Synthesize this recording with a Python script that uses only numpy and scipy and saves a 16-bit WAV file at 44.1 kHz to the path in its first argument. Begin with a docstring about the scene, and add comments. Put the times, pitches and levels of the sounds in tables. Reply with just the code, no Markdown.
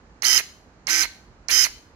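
"""Battery pruning shears working on nothing, close to a stereo pair of microphones in a small room.
Over a low rumble the shears close at 0.2 s, open at 0.9 s and close again at 1.5 s.
Each stroke starts with a few electric ticks in the motor, which spins up as the slack gears clatter.
It whines through a planetary gear, the teeth rasping in time with the planet carrier,
then it brakes and the room rings briefly."""
import sys
import numpy as np
from scipy import signal
from scipy.fft import rfft, irfft
from scipy.io import wavfile
from scipy.ndimage import map_coordinates

SR = 44100
rng = np.random.default_rng(int(sys.argv[2]) if len(sys.argv) > 2 else 0)


def master(y):
    """Save y as 16-bit WAV."""
    cut = np.clip(np.atleast_2d(y).T, -1, 1)
    pcm = np.round(cut * 32767)  # scale
    wavfile.write(sys.argv[1], SR, pcm.astype(np.int16))


N = 85995
TIME = np.arange(N) / SR

# The strokes. 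Each row: start in seconds, full speed in motor turns per second, trims in dB
# for whine, rasp, hiss and clatter, direction (0 closing, 1 opening).
BLADE_STROKES = [(0.2208, 319.7, -0.5, 0.5, 0, -0.5, 0), (0.8688, 321.8, -1, -2, -4.5, 0, 1),
                 (1.4836, 318.6, -1, 0, -0.5, -0.5, 0)]
# Whine partials from imbalance, magnetic pull and tooth meshing, in cycles per motor turn.
WHINE_ORDERS = [1, 4, 4.8, 6.2, 7.2, 9.6, 12, 16, 19.2]
# Closing, then opening. Each row: the relative level in dB of every partial.
PARTIALS_DB = [(-49, -49.5, -39.5, -32, -59.5, -24, -42, -18, -24),
               (-44.5, -47.5, -30.5, -49, -31, -38.5, -43.5, -19, -25.5)]
# Sensing pulses before the motor turns: the relative strength of each in dB.
PULSES_DB = [-9.5, -2.5, 2.5, -13]
# Modes of the motor shell. Each row: frequency in Hz, relative level in dB, T60 in seconds.
SHELL_MODES = [(2268, -33.5, 0.028), (4252, -28.5, 0.044), (5250, -9, 0.003), (5985, -10.5, 0.0069),
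               (6820, -20, 0.005), (11410, -42, 0.0029)]
# Spectra of tooth rasp, sliding hiss and slack clatter. Each row: frequency in Hz, relative level in dB.
RASP_SPECTRUM = [(1500, -47.5), (2900, -16), (3500, -25.5), (4200, -21), (4800, -9.5), (5550, -12.5),
                 (6100, -2.5), (6500, -9), (7000, -14.5), (7550, -15.5), (8400, -34), (16000, -44)]
HISS_SPECTRUM = [(4000, -21), (8500, -23.5), (9300, -1.5), (10100, -3), (11000, 3), (12300, -1.5),
                 (13500, -13.5), (14600, -9), (15400, -9.5), (16500, -32.5)]
CLATTER_SPECTRUM = [(120, -25.5), (260, -40), (400, -17), (520, -30), (800, -16.5), (1100, -16),
                    (1400, -9.5), (2050, 2), (2600, -5.5), (3600, -12), (8000, -27)]
# Shading of the left microphone. Each row: frequency in Hz, level against the right in dB.
LEFT_SHADE = [(300, -3), (700, 0.06), (1300, -2), (2300, -10), (3100, -17), (5100, -20), (6200, -20),
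              (7400, -13), (8500, 0), (12000, 0.06), (16000, 0.2)]
# Gear noise at the two microphones. Each row: frequency in Hz, likeness from 0 to 1.
MIC_COHERENCE = [(500, 0.91), (1300, 0.74), (3000, 0.46), (16000, 0.22)]
# Colour of the reverberation. Each row: frequency in Hz, gain in dB.
REVERB_COLOUR = [(200, -23.5), (1000, -14.5), (2000, -18), (3060, -17), (4200, -10.5), (5100, -21),
                 (6150, -22), (8500, -15), (12000, -25.5), (16000, -16.5)]
# Room resonances that the opening whine sets ringing. Each row: frequency in Hz, gain in dB, T60 in seconds.
ROOM_RESONANCES = [(1545, -12.5, 0.48), (2317, -15, 0.23)]
# Spectrum of the room tone. Each row: frequency in Hz, relative level in dB.
ROOM_TONE_SPECTRUM = [(12, -38), (20, -1), (65, 3), (113, -6.5), (222, -6.5), (558, -13), (897, -16),
                      (1610, -19.5), (3530, -36), (4180, -32.5), (5680, -36.5), (6720, -34.5),
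                      (8180, -48.5), (12400, -66), (16000, -76)]
# Its stereo width. Each row: frequency in Hz, side against mid in dB.
ROOM_TONE_WIDTH = [(60, -16.5), (250, -20.5), (700, -5), (3000, 2.5)]
# Course of the low rumble. Each row: time in seconds, gain in dB.
RUMBLE_COURSE = [(0, 3), (.55, -1.5), (.95, 1), (1.08, 1.5), (1.2, 0), (1.3, 6), (1.43, -1), (1.95, 1)]

WAIT_S, SPIN_UP_S, BRAKE_AT_S, BRAKE_S = .004, .038, .158, .033
GEAR_RATIO, MESHES_PER_TURN, TIGHT_SPOT_TURNS = 5, 4.8, .93
RASP_DB, HISS_DB, CLATTER_DB = -18, -27, -24.5


def shears():
    """The three strokes: ticks and whine as one signal, and two unrelated rows of gear noise."""
    tones, rasp, hiss, clatter = ticks(), 0, 0, 0
    for start, turns_per_s, whine_db, rasp_db, hiss_db, clatter_db, direction in BLADE_STROKES:
        speed, turns = motor_motion(start, turns_per_s)
        tones = tones + from_db(whine_db) * whine(speed, turns, PARTIALS_DB[round(direction)])
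        # The load on the teeth swings once and twice per carrier turn.
        carrier_angle = 2 * np.pi * (turns / GEAR_RATIO - TIGHT_SPOT_TURNS)
        load_db = 1.8 * np.cos(carrier_angle) + 1.9 * np.cos(2 * carrier_angle)
        contacts = gear_teeth(turns)
        rasp = rasp + contacts * from_db(rasp_db + load_db) * speed ** 2
        hiss = hiss + contacts * from_db(hiss_db + load_db / 2) * speed
        # Slack gears clatter more in spin-up, less in braking.
        slack_db = np.where(TIME < start + BRAKE_AT_S, 1.5, -1.5) * np.sin(np.pi * speed)
        clatter = clatter + gear_teeth(turns) * from_db(clatter_db + slack_db) * speed ** .3
    gears = (from_db(RASP_DB) * colour(rasp, RASP_SPECTRUM, keep_power=True)
             + from_db(HISS_DB) * colour(hiss, HISS_SPECTRUM, keep_power=True)
             + from_db(CLATTER_DB) * colour(clatter, CLATTER_SPECTRUM, keep_power=True))
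    return tones, gears


def motor_motion(start, turns_per_s, wander=.002):
    """Share of full speed and turns made: the motor waits, spins up, holds and brakes."""
    t = TIME - start
    rise = 1 - (1 - np.clip((t - WAIT_S) / SPIN_UP_S, 0, 1)) ** 2
    fall = 1 - np.clip((t - BRAKE_AT_S) / BRAKE_S, 0, 1) ** 1.1
    speed = rise * fall
    return speed, np.cumsum(speed * turns_per_s * (1 + wander * drift(70))) / SR


def whine(speed, turns, levels_db, flutter_db=2.5):
    """Fluttering partials locked to the shaft; they excite shell and housing as they sweep past."""
    partials = 0
    for order, db in zip(WHINE_ORDERS, levels_db):
        height = np.sqrt(2) * from_db(db + flutter_db * drift(130))
        partials = partials + height * np.sin(2 * np.pi * (order * turns + rng.random()))
    shell_hz, _, shell_t60 = SHELL_MODES[1]
    shell = from_db(10) * resonate(partials * speed, shell_hz, shell_t60)
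    housing_growl = from_db(-3) * resonate(partials * np.sin(np.pi * speed), hz=2500, t60=.0064)
    return partials * speed ** 4 + shell + housing_growl


def gear_teeth(turns, scatter_db=1.3, decay=.9, repeat_share=.37, surface_points=690):
    """A burst of grit at each tooth contact, partly the same on every carrier turn; two unrelated rows."""
    mesh = turns * MESHES_PER_TURN
    strength = from_db(scatter_db * rng.standard_normal(1024))[mesh.astype(int)]
    position = (turns / GEAR_RATIO % 1 * surface_points).astype(int)
    surface = rng.standard_normal((2, surface_points))[:, position]
    pace = np.gradient(turns)
    share = repeat_share * pace / pace.max()
    grit = np.sqrt(share) * surface + np.sqrt(1 - share) * rng.standard_normal((2, N))
    burst = np.exp(-decay * (mesh % 1 - .5)) / np.sqrt(np.sinh(decay) / decay)  # mean power 1
    return grit * strength * burst


def ticks(gap_s=.00095):
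    """Short current pulses ring the motor shell at the start of each stroke."""
    pulses = np.zeros(N)
    for start, *_ in BLADE_STROKES:
        for k, db in enumerate(PULSES_DB):
            pulses[int(start * SR) + round(k * gap_s * SR)] = from_db(db)
    return sum((-1) ** k * from_db(db) * ring(pulses, hz, t60)
               for k, (hz, db, t60) in enumerate(SHELL_MODES))


def microphones(tones, gears, left_lag_s=.00004):
    """Close up, the right microphone faces the motor; the left hears it shaded and a little later."""
    hz, likeness = np.transpose(MIC_COHERENCE)
    shared = colour(gears[0], np.c_[hz, 20 * np.log10(likeness)])
    left_only = colour(gears[1], np.c_[hz, 10 * np.log10(1 - likeness ** 2)])
    shaded = colour(tones + shared + left_only, LEFT_SHADE)
    left = np.interp(TIME - left_lag_s, TIME, shaded)
    return np.array([left, tones + gears[0]])


def small_room(tones, gears):
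    """Narrow resonances and reverberation; the whine beams at the microphones, so less reaches the walls."""
    ringing = sum(from_db(db) * resonate(tones, hz, t60) for hz, db, t60 in ROOM_RESONANCES)
    spill = colour(gears[0] + from_db(-4) * tones, REVERB_COLOUR)
    return ringing + reflections(spill, t60=.44)


def reflections(x, t60):
    """Dense echoes arriving after 3 ms and dying away, different at each microphone."""
    t = TIME[:SR]
    response = rng.standard_normal((2, SR)) * from_db(-60 * t / t60) * (t > .003)
    response /= np.sqrt(np.sum(response ** 2, axis=1, keepdims=True))
    return signal.fftconvolve(np.atleast_2d(x), response, axes=1)[:, :N]


def room_tone(swing_db=1.5, left_db=-3.5):
    """Quiet room noise with an uneven rumble below 120 Hz, weaker on the left."""
    mid, side = colour(rng.standard_normal((2, N)), ROOM_TONE_SPECTRUM, keep_power=True)
    noise = from_db(-50.5) * (mid + colour(side, ROOM_TONE_WIDTH) * [[1], [-1]])
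    rumble = signal.sosfilt(signal.butter(1, 120, fs=SR, output="sos"), noise)
    swell = from_db(np.interp(TIME, *np.transpose(RUMBLE_COURSE)) + swing_db * drift(27))
    return (noise + rumble * (swell - 1)) * from_db([[left_db], [0]])


def ring(x, hz, t60):
    """A damped mode: a unit click sets a sine of height 1 ringing."""
    radius, angle = from_db(-60 / (t60 * SR)), 2 * np.pi * hz / SR
    return signal.lfilter([0, np.sin(angle)], [1, -2 * radius * np.cos(angle), radius ** 2], x + 1e-18)


def resonate(x, hz, t60):
    """A resonance with gain 1 at its peak."""
    return 2 * (1 - from_db(-60 / (t60 * SR))) * ring(x, hz, t60)


def colour(x, points, keep_power=False):
    """Minimum-phase filter through (Hz, dB) points joined along log frequency."""
    size = 2 ** 17
    hz, db = np.transpose(points)
    bins_hz = np.fft.rfftfreq(size, 1 / SR)
    gain = from_db(np.interp(np.log(bins_hz + 1e-3), np.log(hz), db))
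    if keep_power:
        gain /= np.sqrt(np.mean(gain ** 2))
    cepstrum = irfft(np.log(gain))
    cepstrum[1:size // 2] *= 2
    cepstrum[size // 2 + 1:] = 0
    return irfft(rfft(x, size) * np.exp(rfft(cepstrum)))[..., :N]


def drift(knots_per_s):
    """A smooth random curve with a spread of about 1."""
    return map_coordinates(rng.standard_normal(1024), [TIME * knots_per_s], order=2, mode="wrap")


def from_db(db):
    """Decibels to amplitude."""
    return 10 ** (np.asarray(db) / 20)


def scene():
    """From near to far: the shears, nearby surfaces, the room and its background."""
    tones, gears = shears()
    direct = microphones(tones, gears)
    nearby_surfaces = from_db(-11) * reflections(direct, t60=.1)
    return direct + nearby_surfaces + small_room(tones, gears) + room_tone()


def record(dry, low_cut_hz=33, high_cut_hz=16200):
    """Steep filters on both microphones cut the deep bass and the very top."""
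    dry = signal.sosfilt(signal.butter(6, low_cut_hz, "high", fs=SR, output="sos"), dry)
    return signal.sosfilt(signal.ellip(10, .2, 80, high_cut_hz, fs=SR, output="sos"), dry)


dry = scene()
out = record(dry)
master(out)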